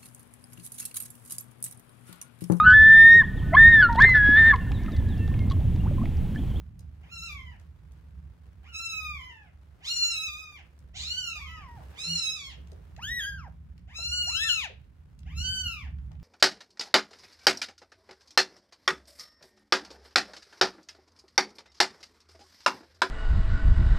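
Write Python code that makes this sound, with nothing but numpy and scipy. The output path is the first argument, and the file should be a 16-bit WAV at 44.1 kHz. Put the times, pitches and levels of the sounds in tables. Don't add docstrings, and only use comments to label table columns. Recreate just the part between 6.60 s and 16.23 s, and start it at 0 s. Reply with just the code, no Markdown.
import sys
import numpy as np
from scipy import signal
from scipy.fft import rfft, irfft, next_fast_len
from scipy.io import wavfile
from scipy.ndimage import uniform_filter1d

SR = 44100
rng = np.random.default_rng(int(sys.argv[2]) if len(sys.argv) > 2 else 0)


def transcribe(signal):
    frames = np.atleast_2d(signal).T
    limited = np.clip(frames, -1, 1)
    pcm = np.round(limited * 32767).astype(np.int16)
    wavfile.write(sys.argv[1], SR, pcm)


N = 424683
TIME = np.arange(N) / SR


def gain_of(db):
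    return 10 ** (np.asarray(db) / 20)


def evened(x):
    return x / np.sqrt(np.mean(x ** 2) + 1e-20)


def read(points, hz, axis=1):
    points = np.array(points)
    return np.interp(np.log(hz + 1), np.log(points[:, 0]), points[:, axis])


def ramp(t, length_s):
    return np.clip(t / max(length_s, 1e-3), 0, 1)


def add(mix, start_s, sound):
    part = mix[..., max(round(start_s * SR), 0):][..., :sound.shape[-1]]
    part += sound[..., :part.shape[-1]]


def delayed(x, ms):
    size = next_fast_len(len(x))
    hz = np.fft.rfftfreq(size, 1 / SR)
    return irfft(rfft(x, size) * np.exp(-2j * np.pi * hz * ms / 1000), size)[:len(x)]


def noise(size, shape_db):
    fft_size = next_fast_len(size)
    hz = np.fft.rfftfreq(fft_size, 1 / SR)
    white = rfft(rng.standard_normal(size + 2), fft_size)
    return evened(irfft(white * gain_of(shape_db(hz)), fft_size)[:size])


def wander(size, rate_hz):
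    return noise(size, lambda hz: -20 * np.log10(1 + (hz / rate_hz) ** 3))


# (f/Hz, t60/s)
ROOM_T60 = [(500, 0.26), (3000, 0.3), (7000, 0.22), (15000, 0.22)]


def room(x, early_db=-12, tail_db=-11, dull_hz=5500):
    size = SR * 3 // 4
    hz, t, bands = signal.stft(rng.standard_normal((2, size)), SR, nperseg=256)
    decay = gain_of(-60 * t / read(ROOM_T60, hz)[:, None])
    tail = signal.istft(bands * decay, SR, nperseg=256)[1]
    tail *= ramp(np.arange(tail.shape[1]) / SR, 0.016)
    dulled = signal.lfilter(*signal.butter(1, dull_hz, fs=SR), tail / np.linalg.norm(tail[0]))
    response = gain_of(tail_db) * dulled
    for side in response:
        at = (SR * rng.uniform(.002, .016, size=8)).astype(int)
        side[at] += gain_of(early_db) * rng.choice([-1, 1], len(at)) / np.sqrt(len(at))
    return signal.fftconvolve(x[None], response, axes=1)[:, :N]


# (f/Hz, level/dB)
RUMBLE_SPECTRUM = [(20, -81.5), (35, -19.5), (50, -8.5), (72, 4), (95, -9), (135, -14.5), (166, -11),
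                   (195, -24), (250, -26.5), (330, -40.5), (600, -82)]
# (t/s, level/dB)
GRIP_LEVEL = [(0.15, -44), (0.2, -47), (4.18, -55.5), (4.21, -48), (6.06, -49.5), (6.46, -43.5),
              (8.58, -49.5), (8.79, -37.5), (9.55, -41)]


def rumble(apart_hz=480, lean_db=1.5, lumps_db=2.0):
    shared, own = (noise(N, lambda hz: read(RUMBLE_SPECTRUM, hz)) for _ in "LR")
    own = signal.lfilter(*signal.butter(1, apart_hz, "high", fs=SR), own)
    level = gain_of(np.interp(TIME, *np.transpose(GRIP_LEVEL)) + lumps_db * wander(N, 3.3))
    return level * np.array([shared + own, shared - own]) * gain_of([[-lean_db], [lean_db]])


# (f/Hz, level/dB)
TOWEL_SPECTRUM = [(150, -11.5), (300, 3), (700, -3.5), (1500, -5.5), (3500, -15.5), (7000, -23),
                  (15000, -27)]
# (t/s, level/dB)
RUSTLE_LEVEL = [(0, -75), (3, -75), (4.9, -75.5), (5.25, -62.5), (5.7, -73.5), (6.3, -71), (7.1, -79),
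                (9.63, -77)]


def towel(level_db=4, apart=0.84, strokes_db=1.1, grain_db=2):
    shared, own = (noise(N, lambda hz: read(TOWEL_SPECTRUM, hz)) for _ in "LR")
    unevenness_db = strokes_db * wander(N, 8) + grain_db * wander(N, 140)
    level = gain_of(level_db + np.interp(TIME, *np.transpose(RUSTLE_LEVEL)) + unevenness_db)
    return level * np.array([shared + apart * own, shared - apart * own])


def knocks(table, decay_s, octaves, wet_db):
    out, t = np.zeros((2, N)), np.arange(4096) / SR
    for start_s, peak_db, centre_hz in table:
        def band_db(hz):
            return -10 * np.log10(1 + (np.log2((hz + 1) / centre_hz) / octaves) ** 6)
        for side in out:
            burst = noise(len(t), band_db) * np.exp(-t / decay_s)
            add(side, start_s, gain_of(peak_db) * burst / abs(burst).max())
    return out + gain_of(wet_db) * room(out.mean(0))


# (t/s, dry peak level/dB, centre f/Hz)
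TICK_EVENTS = [(.193, -45, 6200), (.998, -52, 5100), (1.32, -54, 5700), (1.878, -74, 3800),
               (4.19, -53, 5470), (6.073, -50.5, 3640), (6.118, -46, 4500), (6.364, -42, 2500),
               (7.179, -50.5, 2840), (8.243, -62.5, 2435), (8.591, -49.5, 4700), (8.632, -52, 2460),
               (9.386, -52, 1520), (9.517, -49, 2570), (9.553, -55, 1600), (9.599, -54.5, 1600)]


def ticks():
    return knocks(TICK_EVENTS, decay_s=0.0028, octaves=0.87, wet_db=7.5)


SLACK_HZ, SLACK_DB, SCOOP_BEND, DROP_BEND = 561, -7, 1.3, 1.1


def cry_tension(t, start_s, length_s, note):
    scoop = 1 - (1 - ramp(t, note[0][0] - start_s)) ** SCOOP_BEND
    drop = 1 - (1 - ramp(length_s - t, start_s + length_s - note[-1][0])) ** DROP_BEND
    return scoop * drop


SOFT_DB, CATCH_S, SWELL_DB = -12.5, .03, -7


def cry_effort(t, length_s, lead_s, swell_s, hold_s, fade_db):
    catch_db = SOFT_DB * (1 - ramp(t - lead_s, CATCH_S))
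    rise_db = SWELL_DB * (1 - ramp(t - lead_s, swell_s))
    fade_at_s = lead_s + swell_s + hold_s
    return catch_db + rise_db + fade_db * ramp(t - fade_at_s, length_s - fade_at_s)


AJAR, OPEN_S = 0.21, 0.04


def cry_mouth(t, lead_s, widest, close_at_s, closing_s):
    opening = AJAR + (1 - AJAR) * ramp(t - lead_s, OPEN_S)
    return np.clip(widest * opening * np.exp(-np.maximum(t - close_at_s, 0) / closing_s), 0, 1)


CLEAN, HOARSE, GAPE_POWER, ROUGH_PER_OCTAVE_PER_S = 0.0081, 0.22, 5.1, 0.013
# (t/s, length/s, peak extra roughness/0-1)
RASP_EVENTS = [(4.341, 0.11, .3), (6.58, 0.0665, 0.25), (6.83, 0.096, 0.48), (7.89, 0.1, 0)]


def cry_roughness(clock_s, pitch_hz, mouth):
    slide = uniform_filter1d(abs(np.gradient(np.log2(pitch_hz))) * SR, size=1000)
    cracks = sum(extra * np.sin(np.pi * ramp(clock_s - start_s, length_s))
                 for start_s, length_s, extra in RASP_EVENTS)
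    gape = HOARSE * mouth ** GAPE_POWER
    return np.clip(CLEAN + gape + ROUGH_PER_OCTAVE_PER_S * slide + cracks, 0, 1)


DULLING = 0.039


def mew(row, note, throat, waver=0.0028, jitter=0.095, flutter_db=1.5, shimmer_db=2.0, rasp=0.46,
        hiss_db=-17, air_db=-9, air_hz=3400):
    start_s, end_s, lead_s, swell_s, hold_s, full_db, fade_db, widest, close_at_s, closing_s = row
    length_s = end_s - start_s
    t = np.arange(0, length_s, 1 / SR)
    size = len(t)

    tension = cry_tension(t, start_s, length_s, note)
    note_hz = np.interp(start_s + t, *np.transpose(note))
    pitch_hz = SLACK_HZ + tension * (note_hz - SLACK_HZ)
    drive_db = cry_effort(t, length_s, lead_s, swell_s, hold_s, fade_db) + SLACK_DB * (1 - tension)
    mouth = cry_mouth(t, lead_s, widest, close_at_s, closing_s)
    rough = cry_roughness(start_s + t, pitch_hz, mouth)

    shake = 1 + waver * wander(size, 35.9) + jitter * rough ** 2 * wander(size, 220)
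    pitch_hz = uniform_filter1d(pitch_hz, size=300) * shake
    phase = 2 * np.pi * np.cumsum(pitch_hz) / SR
    voice = np.zeros(size)
    for k in np.arange(1, 13):
        harmonic_hz = k * pitch_hz
        colour_db = (1 - mouth) * read(throat, harmonic_hz) + mouth * read(throat, harmonic_hz, axis=2)
        colour_db += shimmer_db * np.sqrt(k / 4) * wander(size, 16)
        colour_db += DULLING * drive_db * np.log2(k)
        voice += gain_of(colour_db) * np.cos(k * phase) * (harmonic_hz < SR / 2)
    voice *= gain_of(flutter_db * wander(size, 32)) * (1 + rasp * rough * wander(size, 220))

    def air_shape_db(hz):
        throat_db = (read(throat, hz) + read(throat, hz, axis=2)) / 2
        return throat_db - 20 * np.log10(1 + (450 / (hz + 1)) ** 2 + (hz / air_hz) ** 2)

    air = noise(size, air_shape_db)
    hiss = noise(size, lambda hz: -10 * np.log10(1 + (7000 / (hz + 1)) ** 4))
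    voice += gain_of(air_db) * rough * (air + gain_of(hiss_db) * hiss)
    ease = np.minimum(np.minimum(t, length_s - t) / .022, 1)
    return start_s, np.sqrt(2) * gain_of(full_db + drive_db) * voice * ease


def kitten(mews, notes, throat, level_db, wet_db):
    voice, channels = np.zeros(N), np.zeros((2, N))
    for (*row, side_db, lag_ms), note in zip(mews, notes):
        start_s, cry = mew(row, note, throat)
        add(voice, start_s, cry)
        pair = np.array([delayed(cry, lag_ms), cry])
        add(channels, start_s, pair * gain_of([[side_db / 2], [-side_db / 2]]))
    return gain_of(level_db) * (channels + gain_of(wet_db) * room(voice))


# (f/Hz, mouth-shut level/dB, mouth-wide level/dB)
FIRST_COLOUR = [(614, 3.5, -14.5), (1274, -7.5, -21), (1706, 4, -15), (2810, 0.5, -1.5), (2927, -0.5, 3),
                (4210, -26, 8.5), (4686, -17, -1), (7130, -24, -2), (8450, -43, -14.5), (12200, -24.5, -28),
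                (15000, -39.5, -36.5)]
# (start t/s, end t/s, lead-in/s, swell/s, hold/s, effort level/dB,
#   fade by end/dB, widest mouth/0-1, closing starts after/s, closing time constant/s,
#   left minus right level/dB, left lag/ms)
FIRST_CRIES = [(.42, .98, 0.071, 0.16, 0.033, -37, -25.5, 0.59, 0.24, 0.074, -2, 0.15),
               (2.03, 2.92, 0.09, 0.014, 0.32, -33, -34, 0.56, 0.27, 0.11, -2.5, 0.13),
               (3.2, 4.02, 0.022, 0.15, 0.25, -31.5, -19.5, 0.91, .28, 0.38, -2, .17),
               (4.33, 5.07, 0.0017, .33, 0.013, -33.5, -23.5, 0.95, 0.2, 0.26, -4.5, 0.15),
               (5.33, 5.96, 0.027, 0.27, 0.042, -32.5, -17.5, 0.99, 0.26, 0.58, -6, 0.2),
               (7.27, 8.08, 0.058, 0.25, 0.33, -31, -14, 0.73, 0.75, 0.1, 3, -0.12),
               (8.65, 9.3, 0.092, .13, 0.21, -32, -23, 0.73, 0.37, 0.13, 3, 0.066)]
# (t/s, f/Hz)
FIRST_PITCHES = [
    [(0.52, 1387), (0.602, 1315), (0.644, 1383), (0.71, 1175), (0.762, 1123), (0.798, 1043), (0.82, 1043),
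     (0.91, 972)],
    [(2.09, 1464), (2.146, 1295), (2.216, 1354), (2.522, 1204), (2.62, 1007), (2.682, 1031), (2.72, 914),
     (2.83, 830)],
    [(3.3, 1425), (3.494, 1381), (3.566, 1279), (3.654, 1313), (3.688, 1205), (3.75, 1209), (3.786, 1283),
     (3.95, 1174)],
    [(4.485, 1410), (4.579, 1515), (4.667, 1400), (4.823, 1115), (4.841, 1124), (4.893, 977), (4.949, 999),
     (4.96, 960)],
    [(5.39, 1233), (5.45, 1370), (5.466, 1362), (5.506, 1452), (5.668, 1281), (5.734, 1316), (5.812, 1130),
     (5.89, 1060)],
    [(7.36, 1312), (7.428, 1387), (7.504, 1404), (7.54, 1457), (7.61, 1442), (7.816, 1300), (7.916, 1405),
     (7.99, 1245)],
    [(8.75, 1305), (8.838, 1503), (8.926, 1531), (9.028, 1499), (9.16, 1248), (9.17, 1204), (9.19, 1188),
     (9.21, 1120)],
]


def first_kitten():
    return kitten(FIRST_CRIES, FIRST_PITCHES, FIRST_COLOUR, level_db=-7.5, wet_db=10.5)


# (f/Hz, mouth-shut level/dB, mouth-wide level/dB)
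SECOND_COLOUR = [(600.0, 31.5, -49), (1275, 10.5, -26), (1750, 14, -7.5), (2940, -10, 36.5),
                 (3540, -29, 36.5), (5300, -4, -32), (6900, -24, 21), (8030, -51, 4), (11000, -25.5, -3.5),
                 (15000.0, -45, -11)]
# (start t/s, end t/s, lead-in/s, swell/s, hold/s, effort level/dB,
#   fade by end/dB, widest mouth/0-1, closing starts after/s, closing time constant/s,
#   left minus right level/dB, left lag/ms)
SECOND_CRIES = [(4.75, 5.21, 0.02, 0.095, 0.12, -52.5, -18, 0.19, 0.15, 0.058, 2, -0.065),
                (6.375, 6.895, 0.027, 0.13, 0.15, -32.5, -27.5, 0.42, .26, 0.11, 1.5, -0.068),
                (7.665, 8.085, 0.04, 0.17, .04, -31.5, -8, 0.5, .33, 0.18, 7.5, -0.13)]
# (t/s, f/Hz)
SECOND_PITCHES = [
    [(4.86, 1240), (4.92, 1315), (5.004, 1239), (5.092, 955), (5.16, 931)],
    [(6.45, 1554), (6.512, 1915), (6.552, 1957), (6.592, 1890), (6.602, 1695), (6.652, 1540), (6.666, 1661),
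     (6.756, 1581), (6.77, 1557)],
    [(7.76, 1468), (7.834, 1839), (7.864, 1792), (7.884, 1744), (7.898, 1479), (8.0, 1251)],
]


def second_kitten():
    return kitten(SECOND_CRIES, SECOND_PITCHES, SECOND_COLOUR, level_db=-8.5, wet_db=1.0)


# (t/s, dry peak level/dB, centre f/Hz)
BUMP_EVENTS = [(5.205, -46.5, 830), (5.98, -49, 371), (6.12, -44.5, 442), (6.19, -53, 417),
               (7.385, -43.5, 640), (8.095, -45, 540), (9.511, -53, 680)]


def bumps():
    return knocks(BUMP_EVENTS, decay_s=0.029, octaves=0.47, wet_db=-1.0)


def low_hum(start_s=5.462, length_s=0.14, hz=167, end_db=-39.0, fade_db=6):
    out, t = np.zeros(N), np.arange(0, length_s, 1 / SR)
    level = gain_of(end_db + fade_db * (1.0 - t / length_s)) * np.sin(np.pi * t / length_s)
    add(out, start_s, level * np.sin(2 * np.pi * hz * t))
    return out


def scene():
    handling = rumble() + towel() + ticks() + bumps() + low_hum()
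    return handling + first_kitten() + second_kitten()


EDGE_HZ = 15900


def record(dry):
    lowpass = signal.firwin(511, EDGE_HZ, window=("kaiser", 9), fs=SR)
    return signal.oaconvolve(dry, lowpass[None], "same")


dry = scene()
out = record(dry)
transcribe(out)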